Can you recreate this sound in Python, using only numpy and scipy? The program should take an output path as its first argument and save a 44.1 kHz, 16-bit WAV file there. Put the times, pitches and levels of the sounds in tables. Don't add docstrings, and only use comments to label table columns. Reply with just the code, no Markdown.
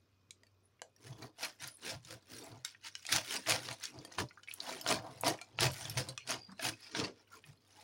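import sys
import numpy as np
from scipy import signal
from scipy.io import wavfile
from scipy.ndimage import uniform_filter1d

SR = 44100
rng = np.random.default_rng(int(sys.argv[2]) if len(sys.argv) > 2 else 0)


def gain_from_db(level_db):
    decades = np.asarray(level_db, float) / 20
    return 10 ** decades


def master_out(mix):
    frames = np.transpose(np.atleast_2d(mix))
    ceiling = np.clip(frames, -1, 1)
    pcm = np.round(ceiling * 32767).astype(np.int16)
    wavfile.write(sys.argv[1], SR, pcm)


N = 345303

# peak_s, tearing_db, rise_s, fall_s, board_shake_above_tearing_db
KNIFE_STROKES = [(1.077, -58, 0.11, 0.16, 3.5), (1.238, -54, 0.095, 0.076, 6.5),
                 (1.439, -39.5, 0.066, 0.099, -9), (1.635, -45, 0.055, 0.12, -11),
                 (1.889, -41.5, 0.1, 0.11, -5.5), (2.121, -51, 0.11, 0.079, -4),
                 (2.332, -54, 0.079, 0.39, -3), (2.519, -68, 0.22, 0.084, 15),
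                 (2.649, -51.5, 0.01, 0.15, -29), (2.868, -45, 0.056, 0.051, -20),
                 (3.033, -62, 0.26, 0.1, -33), (3.136, -29, 0.059, 0.11, -10),
                 (3.348, -37.5, 0.13, 0.078, -7.5), (3.502, -31, 0.052, 0.13, -6),
                 (3.723, -46, 0.29, 0.054, -6), (3.844, -45, 0.065, 0.099, -30),
                 (4.149, -55, 0.085, 0.068, -4.5), (4.196, -36.5, 0.027, 0.051, 2.5),
                    (4.499, -58.5, 0.035, 0.18, -26), (4.706, -45.5, 0.16, 0.2, -1.5),
                    (4.911, -33.5, 0.078, .11, 1), (5.072, -68, 0.19, 0.17, 19.5),
                    (5.266, -33.5, 0.037, 0.1, 4), (5.628, -28.5, 0.046, 0.096, -5.5),
                    (5.82, -49, 0.32, 0.38, -6), (5.989, -36.5, 0.039, 0.064, -4),
                    (6.096, -56, 0.24, 0.059, 3.5), (6.303, -36.5, 0.045, 0.11, -4.5),
                    (6.663, -36, 0.081, 0.099, -8.5), (6.884, -56.5, 0.25, 0.25, -10),
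                    (6.97, -37, 0.035, 0.12, 1.5), (7.042, -42, .15, 0.083, 3), (7.2, -68.5, .15, 0.091, 0),
                    (7.361, -60.5, 0.13, 0.072, -2.5), (7.47, -64, 0.066, 0.15, -7),
                    (7.83, -62, 0.29, .1, -4)]
# time_s, scraping_db, board_shake_above_scraping_db,
# crumb_fizz_above_tearing_db, pressed_board_region_hz
BLADE_CONTACT = [(0, -83.5, -24, -20, 400), (.9, -92, 0, -4, 434), (1.25, -97, -4, -8, 455),
                 (1.451, -67, -10, -8, 830), (1.9, -80, -23, -10.5, 494), (2.4, -69.5, 15, -2.5, 413),
                 (2.8, -80, -38, -14, 650), (3.2, -52.5, -11, -6.5, 630), (3.85, -66.5, -1, -11, 514),
                 (3.999, -63.5, 9.5, -15, 453), (4.398, -75, -3.5, -8, 600), (5.351, -59, -5, -10, 756),
                 (5.56, -77, 10, -16.5, 600), (5.75, -68.5, -13, -3.5, 600), (6.5, -72, 1.5, -16, 474),
                 (6.65, -89, -14, -5, 600), (7.05, -71, -5, -26, 423), (7.3, -80, -12, -8, 600)]
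SCRAPING, SHAKE, FIZZ, PRESSED = 1, 2, 3, 4
# pitch_hz, level_db (per Hz)
CRUST_COLOUR = [(530, -46), (900, -6.5), (1270, -2.5), (1410, 2.5), (2440, 1.5), (3470, 0), (3830, 0),
                (5260, 1), (7950, -11.5), (9660, -5.5), (13400, -21), (15200, -11), (15900, -11),
                (16500, -17)]
# pitch_hz, width_hz, level_db
BOARD_MODES = [(206.7, 24, -5), (261.4, 30.3, -4), (316.6, 48, 3), (407.7, 118.4, 4), (538.6, 45, -2),
               (600, 13.3, -13), (680, 147, -1.5), (799.3, 190, 4.5), (958, 110, -4), (1027, 260, -3)]
# pitch_hz, width_hz, level_db
TABLE_MODES = [(65, 20, -30.5), (102, 75, -17), (120, 25.4, 7)]
# peak_s, level_db, rise_s, fall_s
ARM_PUSHES = [(1.09, -47.5, 0.087, 0.23), (1.24, -47.5, 0.062, 0.052), (1.633, -52, 0.048, 0.12),
              (1.956, -45.5, 0.061, 0.11), (2.123, -50, 0.13, 0.091), (2.334, -51, 0.059, 0.096),
              (2.519, -47, 0.06, 0.15), (3.15, -44, 0.084, 0.17), (3.49, -41.5, 0.044, 0.23),
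              (3.72, -50, 0.16, 0.039), (3.996, -46, 0.11, 0.038), (4.2, -29.5, 0.033, 0.075),
              (4.93, -44.5, 0.12, 0.23), (5.09, -56, 0.14, 0.24), (5.264, -37.5, 0.076, 0.1),
              (5.64, -31, 0.11, 0.2), (5.86, -42.5, 0.1, 0.42), (5.989, -30.5, 0.092, .06),
              (6.096, -45, 0.12, 0.076), (6.33, -53.5, 0.14, 0.18), (6.68, -40, 0.072, 0.092),
              (6.99, -43, 0.071, 0.14), (7.49, -61, 0.14, 0.065)]
# start_s, peak_db, centre_hz, knock_above_peak_db, snap_t60_s
BOARD_KNOCKS = [(.818, -34, 1620, 7, 0.011), (1.386, -46, 2900, 5, 0.015), (2.0485, -43, 3700, -18, 0.015),
                (3.0896, -28.5, 1940, -33, 0.011), (3.5214, -15, 2430, -5, 0.0077),
                (3.6872, -26.5, 1800, -3.5, 0.0078), (4.0492, -35.5, 4650, 1.5, 0.019),
                (4.1841, -25.5, 1020, 0, 0.022), (4.812, -33, 5240, -19, 0.018),
                (4.8636, -24.5, 1410, 3.5, 0.011), (4.9134, -23.5, 1190, 9.5, 0.018),
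                (5.2357, -26.5, 940, 12.5, 0.0041), (5.2796, -20.5, 4530, 0, 0.016),
                (5.576, -53, 2460, -20, 0.0059), (5.5882, -19.5, 1340, -7, 0.01),
                (5.8538, -30.5, 3440, -1, 0.0098), (5.897, -27.5, 5360, -23, 0.021),
                (5.9728, -25.5, 2200, 4.5, 0.017), (6.0868, -33, 4030, -16, 0.032),
                (6.2896, -39, 4740, 9, 0.007), (6.594, -33, 1690, -31, 0.027),
                (6.6294, -41, 3000, -19, 0.0058), (6.651, -26.5, 1480, -25, 0.016),
                (6.949, -25.5, 1520, -32, 0.015)]
# start_s, peak_db, centre_hz, breadth_octaves, snap_t60_s
CRUST_CRACKS = [(0.3073, -36, 3860, 1.56, 0.0095), (.818, -31.5, 5980, 0.86, 0.0042),
                (1.675, -31.5, 9740, 1.3, 0.015), (1.7697, -47, 9100, 0.48, .009),
                (2.6486, -23.5, 3744, 1.8, 0.014), (2.9527, -27, 2940, 1.63, 0.009),
                (3.052, -34, 2490, 2.5, .01), (3.0655, -27.5, 4830, 1.16, 0.013),
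                (3.462, -32, 1880, 1.2, 0.013), (3.472, -28, 2380, 1.5, 0.0045),
                (3.496, -15, 5600, 1.7, 0.0058), (3.8377, -30.5, 6600, 0.84, .012),
                (3.8541, -26, 4550, 0.95, 0.0066), (4.433, -43, 3000, 1.6, 0.029),
                (4.5383, -28.5, 9910, 1.65, .0075), (4.6025, -26, 3970, .51, 0.0096),
                (4.8753, -24, 4800, 0.87, 0.0069), (4.8878, -20.5, 3820, 1, 0.01),
                (5.2101, -28.5, 10940, 1.4, 0.011), (5.4136, -34, 2360, 2.4, 0.025),
                (5.6061, -20.5, 3940, 2.17, 0.027), (6.1766, -27.5, 2500, 1.93, 0.012),
                (6.2743, -31.5, 4750, 1.24, 0.011), (6.317, -20, 1370, 2, 0.0026)]
# start_s, peak_db, centre_hz,
# breadth_octaves, snap_t60_s
SMALL_TICKS = [(0.434, -49.5, 1920, 3.03, 0.0097), (0.4673, -56.5, 4550, 1.9, 0.02),
               (0.963, -53, 5640, 3, 0.014), (2.7479, -45.5, 1870, 0.68, 0.014),
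               (3.988, -41, 4700, 0.57, 0.011), (4.123, -42, 6200, 0.49, 0.017),
               (4.2865, -47.5, 4290, 0.68, 0.019), (4.309, -45, 1436, 1.15, 0.027),
               (4.395, -52, 1420, 0.26, 0.022), (4.4747, -43, 2230, 1.3, 0.018),
               (4.524, -65, 9910, 0.85, 0.0096), (5.3894, -40.5, 2200, 0.45, 0.01),
               (5.717, -36, 9500, 0.67, 0.012), (5.7404, -39, 4660, 0.43, 0.011),
               (6.517, -50.5, 5200, 1.36, 0.025), (4.374, -45.5, 1395, 0.35, 0.024),
               (4.4845, -35.5, 2280, 0.2, 0.012), (4.5128, -33, 2640, 0.82, 0.0085),
               (7.44, -43.5, 2470, 0.69, 0.016), (3.7994, -46, 6100, 1.1, 0.011),
               (0.7945, -58, 2160, 0.53, 0.015),]
# start_s, length_s,
# pitch_hz, width_hz, level_db
RUBS = [(.63, .05, 10000, 900, -74), (6.19, .09, 4310, 60, -65), (6.37, .17, 4750, 160, -60),
        (6.53, .06, 4100, 80, -73), (6.48, .06, 205, 40, -55), (6.8, .11, 5000, 600, -59),
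        (7.3, .09, 1050, 150, -62), (7.3, .07, 1350, 150, -64), (7.46, .07, 130, 25, -58),
        (7.74, .12, 820, 120, -65), (6.18, .07, 2600, 700, -59), (1.68, .1, 9900, 700, -62),
        (6.48, .07, 1200, 900, -60), (.82, .09, 640, 300, -69)]
# pitch_hz, t60_s
ECHO_TIMES = [(200, 0.21), (700, 0.12), (2000, 0.094), (5000, 0.15), (14000, 0.11)]
# pitch_hz, level_db (per Hz)
ROOM_COLOUR = [(13, -38), (22, -18), (43, -12), (101, -4), (145, -6), (426, -5.5), (926, -19),
               (1030, -13.5), (2010, -22.5), (5600, -23.5), (8260, -37), (15200, -33), (16500, -49.5)]
# pitch_hz, level_db
FRIDGE_HUM = [(96.9, -77), (236.9, -91.5), (1373, -101), (2487, -92.5)]

FIZZ_HZ = 7500
FIZZ_LINGER, SHAKE_LINGER = 0.77, 1.05
SWING_DB, ROUNDING = 28.5, 1.602
TABLE_REST_DB, AIR_DB = -81, -76.5


def tearing():
    level_db = stroke()
    busy = np.clip(gain_from_db(0.31 * (level_db + 38.5)), 0.25, 1)
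    breaks = slips(per_s=6000 * busy, spread_db=-2.5, clump_db=3.5, clump_s=0.007)
    kind = rng.integers(0, 40, N)
    t = np.arange(1000) / SR
    swarm = np.zeros(N)
    favoured = gain_from_db(4.8 * np.clip(drift(0.035, count=40), -3, 2))
    for k, hz in enumerate(np.geomspace(900, 16000, num=40)):
        grain = np.sin(2 * np.pi * hz * t) * np.exp(-t * hz / 10.7)
        grain *= np.sqrt(hz) / np.linalg.norm(grain)
        swarm += signal.oaconvolve(breaks * favoured[k] * (kind == k), grain)[:N]
    teeth = slips(per_s=2200 * busy, spread_db=3.4, clump_db=3, clump_s=0.003)
    swarm = evened(swarm) + 1.02 * np.sqrt(busy) * teeth
    swarm = signal.oaconvolve(swarm, causal(CRUST_COLOUR))[:N]
    swarm /= np.sqrt(uniform_filter1d(swarm ** 2, 2500))
    low = signal.sosfilt(signal.butter(4, FIZZ_HZ, "low", fs=SR, output="sos"), swarm)
    high = signal.sosfilt(signal.butter(4, FIZZ_HZ, "high", fs=SR, output="sos"), swarm)
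    fizz_db = stroke(FIZZ_LINGER) + contact(FIZZ)
    return gain_from_db(level_db) * evened(low) + gain_from_db(fizz_db) * evened(high)


def stroke(linger=0.91, shake=0):
    strokes = KNIFE_STROKES
    rows = [(s, db + shake * above_db, rise, fall) for s, db, rise, fall, above_db in strokes]
    return swells(rows, contact(SCRAPING) + shake * contact(SHAKE), linger)


def contact(column):
    rows = np.array(BLADE_CONTACT)
    return np.interp(np.arange(N) / SR, rows[:, 0], rows[:, column])


def swells(rows, rest_db, linger=0.87):
    t = np.arange(0, N, 64) / SR
    s, db, rise, fall = np.transpose(rows)[:, :, None]
    away = np.where(t < s, (s - t) / abs(rise), (t - s) / abs(fall * linger))
    total = np.sqrt((gain_from_db(db - SWING_DB * away ** ROUNDING) ** 2).sum(0))
    total = np.interp(np.arange(N) / SR, t, total)
    return 20 * np.log10(np.hypot(total, gain_from_db(rest_db)))


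def slips(per_s, spread_db, clump_db, clump_s):
    clicks = rng.random(N) < per_s / SR
    size = np.minimum(rng.exponential(1, N), 4)
    sign = rng.choice([-1., 1.], N)
    span = max(int(clump_s * SR), 8)
    clumps = evened(uniform_filter1d(uniform_filter1d(rng.standard_normal(N), span), span))
    return evened(clicks * sign * gain_from_db(spread_db * size + clump_db * clumps))


def board():
    jerks = slips(per_s=790, spread_db=2.5, clump_db=1.5, clump_s=0.028)
    jerks *= gain_from_db(stroke(SHAKE_LINGER, shake=1))
    pressed = np.log2(contact(PRESSED))
    reach = np.array([gain_from_db(db - 7.7 * abs(np.log2(hz) - pressed)) for hz, width, db in BOARD_MODES])
    reach *= gain_from_db(4 * drift(0.04, count=len(BOARD_MODES)))
    reach /= np.linalg.norm(reach, axis=0)
    return sum(ring([mode], jerks * share) for mode, share in zip(BOARD_MODES, reach))


def ring(modes, x):
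    t = np.arange(4096) / SR
    body = np.zeros(4096)
    for hz, width, db in modes:
        fade = t * np.exp(-5 * width * t)
        body += gain_from_db(db) * width ** 1.5 * fade * np.sin(2 * np.pi * hz * t)
    return signal.oaconvolve(x, body / np.linalg.norm(body))[:len(x)]


def table():
    jolts = slips(per_s=900, spread_db=1.5, clump_db=1.5, clump_s=0.011)
    return ring(TABLE_MODES, gain_from_db(swells(ARM_PUSHES, TABLE_REST_DB)) * jolts)


def cracks():
    out, knocks = np.zeros(N), np.zeros(N)
    for s, db, hz, knock_db, t60 in BOARD_KNOCKS:
        add(out, s, snap(db, hz, 1.9, t60, ringing=0.57))
        add(knocks, s, gain_from_db([db + knock_db + 5]))
    for s, *piece in CRUST_CRACKS:
        add(out, s, snap(*piece, ringing=0.45))
    for s, *piece in SMALL_TICKS:
        add(out, s, snap(*piece, ringing=1.0))
    return out + ring(BOARD_MODES[4:], knocks)


def snap(db, hz, octaves, t60, ringing):
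    puff = rng.standard_normal(1500)
    t = np.arange(len(puff)) / SR
    half = 2 ** (np.clip(octaves, 0.05, 5) / 2)
    t60 = max(t60, 0.002)
    burst = puff * np.minimum(t / 0.00045, 1) * gain_from_db(-60 * t / t60)
    burst = band(burst, hz / np.sqrt(half), hz * half * np.sqrt(half))
    others = np.tanh(puff[:3])
    side_rings = sum(np.sin(2 * np.pi * hz * half ** (1.5 * u) * t) for u in others)
    rings = np.sin(2 * np.pi * hz * t) + 0.42 * side_rings
    rings *= gain_from_db(-60 * t / (2.4 * t60)) * np.minimum(t / 0.0004, 1)
    burst = burst / abs(burst).max() + ringing * rings
    return gain_from_db(db) * burst / abs(burst).max()


def rubs():
    out = np.zeros(N)
    for s, length, hz, width, db in RUBS:
        hiss = rng.standard_normal(12000)
        sung = band(hiss, hz - width / 2, hz + width / 2)[3000:]
        sung = evened(sung[:int(length * SR)])
        flutter = evened(uniform_filter1d(hiss, 400))[:len(sung)]
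        add(out, s, gain_from_db(db + 4.2 * flutter) * sung * signal.windows.tukey(len(sung), 0.6))
    return out


def kitchen(x):
    taps = np.zeros(SR // 2)
    at = np.arange(130, len(taps) - 20, 20)
    taps[at + rng.integers(0, 20, len(at))] = rng.choice([-1., 1.], len(at))
    hz, t, z = signal.stft(taps, SR, nperseg=256)
    fade = gain_from_db(-60 * t / read(ECHO_TIMES, hz)[:, None])
    tail = signal.istft(z * fade, SR, nperseg=256)[1]
    return signal.fftconvolve(x, tail / np.linalg.norm(tail))[:N]


def quiet():
    frames, hz = N // 512 + 5, np.fft.rfftfreq(2048, 1 / SR)
    a, b, patches = rng.standard_normal((frames, 1025, 3)).T
    patches = evened(uniform_filter1d(uniform_filter1d(patches, 20, 0), 8, 1))
    air = (a + 1j * b) * gain_from_db(read(ROOM_COLOUR, hz)[:, None] + 1.6 * patches)
    air = signal.istft(air, nperseg=2048, noverlap=1536)[1][:N]
    t = np.arange(N) / SR
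    waver = rng.standard_normal((len(FRIDGE_HUM), N))
    waver = evened(uniform_filter1d(uniform_filter1d(waver, 3000), 3000))
    hum = np.zeros(N)
    for (f, db), w in zip(FRIDGE_HUM, waver):
        hum += gain_from_db(db + 3 + 2.5 * w) * np.sin(2 * np.pi * f * t + 0.8 * w)
    return gain_from_db(AIR_DB) * evened(air) + hum


def evened(x):
    return x / np.sqrt(np.mean(x ** 2) + 1e-20)


def read(points, hz):
    f, value = np.transpose(points)
    return np.interp(np.log(hz + 1), np.log(f + 1), value)


def add(mix, s, sound):
    part = mix[round(s * SR):][:len(sound)]
    part += sound[:len(part)]


def causal(points, size=1024):
    log_gain = np.log(gain_from_db(read(points, abs(np.fft.fftfreq(4 * size, 1 / SR)))))
    return np.fft.ifft(np.exp(np.conj(signal.hilbert(log_gain)))).real[:size]


def band(x, lo_hz, hi_hz):
    edges = np.clip([lo_hz, hi_hz], 20, SR / 2.2)
    return signal.sosfilt(signal.butter(3, edges, "band", fs=SR, output="sos"), x)


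def drift(span_s, count):
    span = max(int(span_s * SR / 64), 2)
    rows = rng.standard_normal((count, N // 64 + 1))
    rows = evened(uniform_filter1d(uniform_filter1d(rows, span), span))
    return np.repeat(rows, 64, axis=1)[:, :N]


def scene():
    near = gain_from_db(-1.5) * tearing() + board() + cracks() + rubs()
    return (near + gain_from_db(-10.5) * kitchen(near) + gain_from_db(-4.3) * table())[None]


def top_cut(x):
    return signal.sosfilt(signal.butter(12, 16970, fs=SR, output="sos"), x)


def record(dry):
    near = signal.sosfilt(signal.butter(3, 52, "high", fs=SR, output="sos"), dry)
    mix = near + quiet()
    mix = signal.sosfilt(signal.ellip(8, 0.5, 45, 15900, fs=SR, output="sos"), mix)
    return top_cut(mix)


dry = scene()
out = record(dry)
master_out(out)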